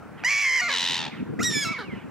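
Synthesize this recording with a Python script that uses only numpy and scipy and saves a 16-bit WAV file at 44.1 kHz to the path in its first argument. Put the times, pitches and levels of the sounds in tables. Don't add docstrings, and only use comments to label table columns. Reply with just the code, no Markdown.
import sys
import numpy as np
from scipy import signal
from scipy.fft import rfft, irfft, next_fast_len
from scipy.io import wavfile
from scipy.ndimage import uniform_filter1d, map_coordinates

SR = 44100
rng = np.random.default_rng(int(sys.argv[2]) if len(sys.argv) > 2 else 0)


def invert_db(x):
    u = np.asarray(x, float) / 20
    return 10 ** u


def dump_mix(stems):
    frames = np.atleast_2d(stems).T
    limited = np.clip(frames, -1, 1)
    pcm = np.round(limited * 32767).astype(np.int16)
    wavfile.write(sys.argv[1], SR, pcm)


N = 92610
T = np.arange(N) / SR
TOP_HZ = 15850


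def unit(x):
    return x / np.sqrt(np.mean(np.abs(x) ** 2) + 1e-20)


def along(points, hz):
    f, v = np.transpose(points)
    return np.interp(np.log(hz + 1), np.log(f + 1), v)


def wobble(rate, size=N):
    knots = rng.standard_normal(int(size * rate / SR) + 4)
    return map_coordinates(knots, [np.arange(size) * rate / SR])


def filtered(x, response):
    m = next_fast_len(N + 8192)
    return irfft(rfft(x, m) * response(np.fft.rfftfreq(m, 1 / SR)), m)[..., :N]


# (time [s], level [dB])
GUSTS = [(0, -51.5), (.2, -44), (.33, -62), (.6, -60.5), (0.851, -52), (.93, -44), (1.099, -44.5),
         (1.3, -34), (1.5, -30), (1.62, -38), (1.8, -45.5), (1.98, -38.5), (2.1, -44)]
# (frequency [Hz], density [dB per Hz])
THUMP_SPECTRUM = [(25, -61), (60, -17), (170, 2), (300, 0.5), (500, -11.5), (1200, -72.5)]
# (frequency [Hz], lead [rad])
PORT_LEAD = [(30, 1.1), (130, 0.92), (300, 2.63), (700, 2.24)]


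def wind():
    s, db = np.transpose(GUSTS)
    air = rng.standard_normal(N) + 0.61 * rng.standard_normal((2, N))
    air = air * invert_db(3.9 * wobble(60))

    def at_ports(hz):
        return invert_db(along(THUMP_SPECTRUM, hz)) * np.exp(.5j * along(PORT_LEAD, hz) * [[1], [-1]])

    pair = filtered(air, at_ports)
    gusts = pair / np.std(pair.mean(0)) * invert_db(np.interp(T, s, db) + [[.6], [-.6]])
    drone = filtered(rng.standard_normal(N), lambda hz: invert_db(along(THUMP_SPECTRUM, hz)) / (1 + (hz / 110) ** 4))
    return gusts + invert_db(-56.5) * unit(drone)


# (frequency [Hz], density [dB per Hz])
FLOCK_SPECTRUM = [(200, -55), (400, -15), (1400, -16.5), (2500, -28), (3500, -41), (6000, -44.5),
                  (16000, -54)]


def flock():
    z = signal.stft(rng.standard_normal((2, N)), nperseg=1024)[2]
    patches = uniform_filter1d(rng.standard_normal(z.shape[1:]), size=5, axis=0)
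    patches = uniform_filter1d(patches, size=5, axis=1)
    pair = signal.istft(z * invert_db(2.0 * unit(patches)), nperseg=1024)[1][:, :N]

    def mid_and_side(hz):
        side_db = along([(400, -10.0), (1500, -13.0), (4000, -4.0), (10000, 0.0)], hz)
        return invert_db(along(FLOCK_SPECTRUM, hz)) * [np.ones_like(hz), invert_db(side_db)]

    mid, side = filtered(pair, mid_and_side)
    return invert_db(-48.5) * unit(np.array([mid + side, mid - side]))


def voice(rows, tone, jitter=0.017, smear_hz=600, edge_s=.003, open_share=.8, gap_db=-15, bend=0.087,
          tilt_db=0., spread=0.95, sub=0., order=2, restart=False, rise=3.2, trill=None, settle_s=0.0011,
          dull=0.13, swell_db=0., tire=0.):
    s, *cols = np.transpose(rows)
    t = T[(T > s[0] - edge_s) & (T < s[-1] + edge_s)]
    size = len(t)
    hz, db, rough, *rate = [np.interp(t, s, c) for c in cols]
    gate, arch = 1, 0
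    if rate or trill:
        turn = np.interp(t, *np.transpose(trill)) if trill else np.cumsum(rate[0]) / SR
        turn = (turn + 0.019 * wobble(30.14, size)) % 1
        gap_db, bend = np.clip((t - t[0]) / settle_s, 0, 1) * [[gap_db], [bend]]
        bend = bend * (1.5 + tire * (db.max() - db))
        opened = np.clip(np.minimum(turn, 1 - turn) / np.clip(1 - open_share, .02, 1), 0, 1)
        gate = invert_db(gap_db * (1 - np.sin(np.pi / 2 * opened)) + swell_db * (turn - 1.0))
        arch = bend * (2 * turn - 1 - np.cos(2 * np.pi * turn) / 2)
    phase = 2 * np.pi * np.cumsum(hz * (1 + arch + jitter * wobble(400, size))) / SR
    if restart:
        turn_start = np.maximum.accumulate(phase * (np.diff(turn, prepend=0) < 0))
        phase = phase - turn_start + 1.2 * wobble(90, size)
    gate = gate * (1 + np.clip(sub * rough, 0, .9) * np.cos(phase / order))
    tilt_db = tilt_db + dull * (db - db.max())
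    sound, power = 0, 0
    for m in range(1, min(int(TOP_HZ / hz.min()), 24) + 1):
        smear = (wobble(smear_hz, size) + 1j * wobble(smear_hz, size)) / np.sqrt(2)
        share = np.clip(rough * (m * hz / 2000) ** rise, 0, 1)
        gain = invert_db(along(tone, m * hz) + tilt_db * np.log2(m)) * (m * hz < TOP_HZ)
        overtone = (np.sqrt(1 - share) + np.sqrt(share) * smear) * np.exp(1j * (m * phase + spread * m * m))
        sound = sound + gain * np.real(overtone)
        power = power + gain ** 2 / 2
    fade = np.clip(np.minimum(t - t[0], t[-1] - t) / (2 * edge_s), 0, 1)
    out = np.zeros(N)
    out[round(t[0] * SR):][:size] = sound / np.sqrt(power) * gate * invert_db(db) * fade
    return out


def placed(x, pan_db, lag_us):
    pair = x * invert_db([[pan_db / 2], [-pan_db / 2]])
    return filtered(pair, lambda hz: np.exp(-1j * np.pi * hz * lag_us * 1e-6 * np.array([[1], [-1]])))


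# (time [s], length [s], pitch [Hz], level [dB])
CHATTER = [
    (0.169, 0.071, 958, -46.5),
    (1.087, 0.13, 1169, -44.5),
    (1.165, .08, 902, -50.5),
    (1.898, 0.15, 984, -47),
]
# (time [s], pitch [Hz], level [dB], roughness [0-1])
WHISTLE = [(1.535, 2320, -36, 0.037), (1.57, 2303, -32.5, 0.038), (1.61, 2284, -32.5, 0.12),
           (1.65, 2155, -38, .3), (1.72, 2260, -33, 0.3), (1.78, 2184, -37, 0.086)]
HOOT = [
    (0.618, 250, -51.5, .2),
    (0.938, 242.8, -51, .2),
]
FALL = [(1.79, 1565, -46.5, .05), (1.839, 1530, -49, .05), (1.871, 1335, -51, .05), (1.911, 1068, -45, .05),
        (1.952, 988, -45, .05)]
PEEP = [
    (1.896, 1627, -53, 0),
    (1.94, 1495, -69, 0),
    (2.0, 1440, -54, 0),
]
MEW = [
    (.6, 1190, -35, .15),
    (.66, 1170, -35.5, 0.19),
    (.71, 1186, -45, 0.3),
]
# (frequency [Hz], level [dB])
FAR_TONE = [(900, -10), (2600, 4.5), (4000, -22), (6000, -33)]
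THIN_TONE = [(1000, -19), (2500, 26), (3100, -1.5), (4600, -25), (6500, -28)]


def far_gulls():
    calls = 0
    for s, length, hz, db in CHATTER:
        # roughness, trill turns per s
        rows = [(s, hz, db - 9.0, .5, 85),
                (s + 0.3 * length, hz, db, .5, 85),
                (s + length, 0.63 * hz, db - 9.0, .5, 85)]
        calls = calls + voice(rows, FAR_TONE, jitter=0.04, edge_s=.008, open_share=1.0, gap_db=-29, rise=0.26)
    for rows in (WHISTLE, HOOT):
        calls = calls + voice(rows, [(1000, 1)], jitter=0.018, smear_hz=86.8, edge_s=0.0094, tilt_db=-25)
    for rows in (FALL, PEEP):
        calls = calls + voice(rows, THIN_TONE, jitter=0.011, smear_hz=204, edge_s=.008)
    calls = calls + voice(MEW, FAR_TONE, edge_s=.01, tilt_db=-2)
    return placed(calls, pan_db=-3.5, lag_us=-29)


# (frequency [Hz], time to fall 60 dB [s])
ICE_DECAY = [(500, 0.39), (3000, 0.53), (14000, 0.35)]


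def ice(x):
    hz, t, z = signal.stft(rng.standard_normal((2, SR // 2)), SR, nperseg=256)
    tail = signal.istft(z * invert_db(-60 * t / along(ICE_DECAY, hz)[:, None]), SR, nperseg=256)[1]
    return signal.fftconvolve(x, tail / np.linalg.norm(tail[0]), axes=1)[:, :N]


# (time [s], pitch [Hz], level [dB], roughness [0-1])
CATCH = [
    (.2375, 783, -23, 0.04),
    (.246, 880, -46.5, 0),
]
SCREAM = [(.246, 950.5, -21, 0), (.28, 1039, -20.5, 0), (.31, 1158, -22.5, 0.13), (.36, 1120, -22.5, 0.05),
          (.41, 1154, -23.5, 0.11), (.46, 1067, -21, 0.04), (.51, 1020, -22.5, 0), (.57, 1047, -21, 0.03),
          (.612, 928, -22.5, 0)]
SLUMP = [(.614, 716, -26.5, 0.022), (.63, 741, -27, 0.017), (.644, 699.5, -26, 0.037),
         (.678, 705, -28.5, 0.035), (.69, 609, -26, 0.15), (.705, 533, -27, 0.15),
         (.72, 570.5, -28.5, 0.14), (.752, 447, -34, 0.16), (.78, 428, -42, .3)]
# (time [s], turns made [count])
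SCREAM_TRILL = [(.246, 0), (.2727, 2), (.3217, 7), (.3377, 9), (.4203, 18), (.4904, 25), (.5164, 27),
                (.5952, 33), (.6133, 34)]
# (frequency [Hz], level [dB])
SCREAM_TONE = [(1150, -20), (2100, 2.5), (3000, -14), (4000, -21), (5100, -12.5), (6500, -14.5),
               (8200, -30.5), (15000, -41)]
SLUMP_TONE = [(600, -11.5), (1450, -1), (2100, 5.5), (3500, -21.5), (4250, -6), (5000, -15.5), (7000, -15),
              (9000, -36)]


def screamer():
    catch = voice(CATCH, SCREAM_TONE, jitter=0.1, edge_s=.0007, tilt_db=-7)
    scream = voice(SCREAM, SCREAM_TONE, jitter=.006, smear_hz=1200, edge_s=.0015, trill=SCREAM_TRILL,
                   settle_s=.035, open_share=.86, gap_db=-18, bend=.03, sub=2, order=3)
    scream = filtered(scream, lambda hz: 1 - .75 * np.exp(-((hz - 3700) / 300) ** 2))
    slump = voice(SLUMP, SLUMP_TONE, jitter=0.0072)
    return placed(catch + scream + slump, pan_db=-2.0, lag_us=22.0)


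# (time [s], pitch [Hz], level [dB], roughness [0-1])
RATTLE = [(.69, 972, -31.5, 0.19), (.73, 908, -23, 0.042), (.85, 898, -23, 0.098), (.95, 891, -23.5, 0.048),
          (1.02, 814, -28, 0.13), (1.07, 767, -31, 0.053), (1.1, 750, -38, 0.05)]
# (time [s], turns made [count])
RATTLE_TRILL = [(.678, 0), (.7115, 3), (.8581, 16), (.9616, 25), (1.0594, 33), (1.0725, 34), (1.1057, 36)]
# (frequency [Hz], level [dB])
RATTLE_TONE = [(950, -9), (1500, -8), (2200, -1), (3700, 0), (4800, -8), (5600, -7), (8500, -23.5),
               (15000, -37.5)]


def rattler():
    rattle = voice(RATTLE, RATTLE_TONE, jitter=.022, smear_hz=1200, bend=.12, sub=4, order=2, restart=True,
                   rise=1.3, open_share=.64, gap_db=-24, spread=.4, edge_s=.008, trill=RATTLE_TRILL,
                   settle_s=.04, dull=.65, swell_db=2.5, tire=.08)
    beak_hz, width_hz, ring = 3600, 700, .6

    def beak(hz):
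        return 0.91 + ring * 1j * hz * width_hz / (beak_hz ** 2 - hz ** 2 + 1j * hz * width_hz)

    return placed(filtered(rattle, beak), pan_db=0.0, lag_us=-22)


# (time [s], pitch [Hz], level [dB], roughness [0-1])
GULP = [
    (1.39, 590, -38, 0.26),
    (1.396, 624, -30, 0.18),
    (1.405, 745, -32, 0.17),
]
YELP = [
    (1.406, 1228, -29.5, .1),
    (1.416, 1366, -29.5, 0.068),
    (1.428, 1466, -26.5, 0.12),
]
SQUEAK = [
    (1.428, 1860, -27, 0),
    (1.434, 1900, -30, 0.18),
    (1.438, 1670, -32, 0.2),
    (1.444, 2000, -33, .1),
]
SQUEAL = [(1.441, 1879, -25, .12), (1.452, 1911, -24.5, 0.02), (1.47, 1916, -23.5, 0.0059),
          (1.495, 1864, -28, 0.014), (1.512, 1774, -33, 0.11), (1.525, 1821, -29.5, 0.017),
          (1.565, 1723, -26, 0.02), (1.61, 1719, -29, 0.027), (1.645, 1622, -28, 0.044)]
SAG = [(1.646, 1480, -31, .2), (1.65, 1364, -28.5, .04), (1.68, 1297, -31.5, .08), (1.71, 1350, -35, .08),
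       (1.73, 1287, -35, .1), (1.75, 1063, -42, .12), (1.785, 850, -43, .15)]
CROAK = [
    (1.785, 531, -31.5, 0.3),
    (1.81, 436.5, -35, 0.15),
    (1.83, 386.5, -39, 0.045),
    (1.85, 385, -45, 0.17),
]
# (time [s], pitch [Hz], level [dB], roughness [0-1], trill rate [turns per s])
RASP = [(1.5, 1180, -42, .8, 88), (1.51, 1180, -35, .8, 88), (1.55, 1150, -36, .8, 88),
        (1.57, 1120, -48, .8, 88), (1.61, 1100, -40, .8, 88), (1.645, 1050, -40, .8, 88)]
# (frequency [Hz], level [dB])
YELP_TONE = [(1300, -0.5), (2000, 12), (2700, -12.5), (4100, -19), (5500, -12), (7000, -10), (8500, -30),
             (15000, -30)]
SQUEAL_TONE = [(400, -9), (1900, 3), (3700, 2.5), (5500, 5.5), (7400, 1.5), (8800, -12), (11000, -11.5),
               (15000, -33)]
SAG_TONE = [(700, -36), (1350, 4.5), (2600, 0), (4000, -1), (5300, 1), (6700, -5), (9000, -18),
            (15000, -21)]
CROAK_TONE = [(400, -0.5), (900, -3), (1500, 8), (2500, -15), (4200, -5.5), (7000, -33)]


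def squealer():
    gulp = voice(GULP, YELP_TONE, jitter=0.049, tilt_db=-1, edge_s=0.0014, rise=0.92)
    yelp = voice(YELP, YELP_TONE, jitter=.015, rise=1)
    squeak = voice(SQUEAK, SQUEAL_TONE, jitter=0.01, tilt_db=3.5, edge_s=.0015, rise=0.4, sub=5.7, order=3)
    squeal = voice(SQUEAL, SQUEAL_TONE, jitter=.004, smear_hz=1500, rise=1, sub=3, order=3)
    rasp = voice(RASP, RATTLE_TONE, smear_hz=1500, tilt_db=5, rise=.3, open_share=.4, gap_db=-14, dull=0.)
    sag = voice(SAG, SAG_TONE, jitter=.005, smear_hz=900, rise=1, sub=4, dull=.8)
    croak = voice(CROAK, CROAK_TONE, jitter=0.031, spread=.33, edge_s=0.0056)
    return placed(gulp + yelp + squeak + squeal + rasp + sag + croak, pan_db=-1.5, lag_us=6.9)


def scene():
    far = far_gulls()
    near = screamer() + rattler() + squealer()
    echo = ice(invert_db(-13.0) * near + invert_db(-12.5) * far)
    return wind() + flock() + far + near + echo


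def low_pass(x):
    return signal.sosfilt(signal.butter(12, 16330, fs=SR, output="sos"), x)


def record(dry):
    mix = filtered(dry, lambda hz: hz < TOP_HZ)
    return low_pass(mix)


dry = scene()
out = record(dry)
dump_mix(out)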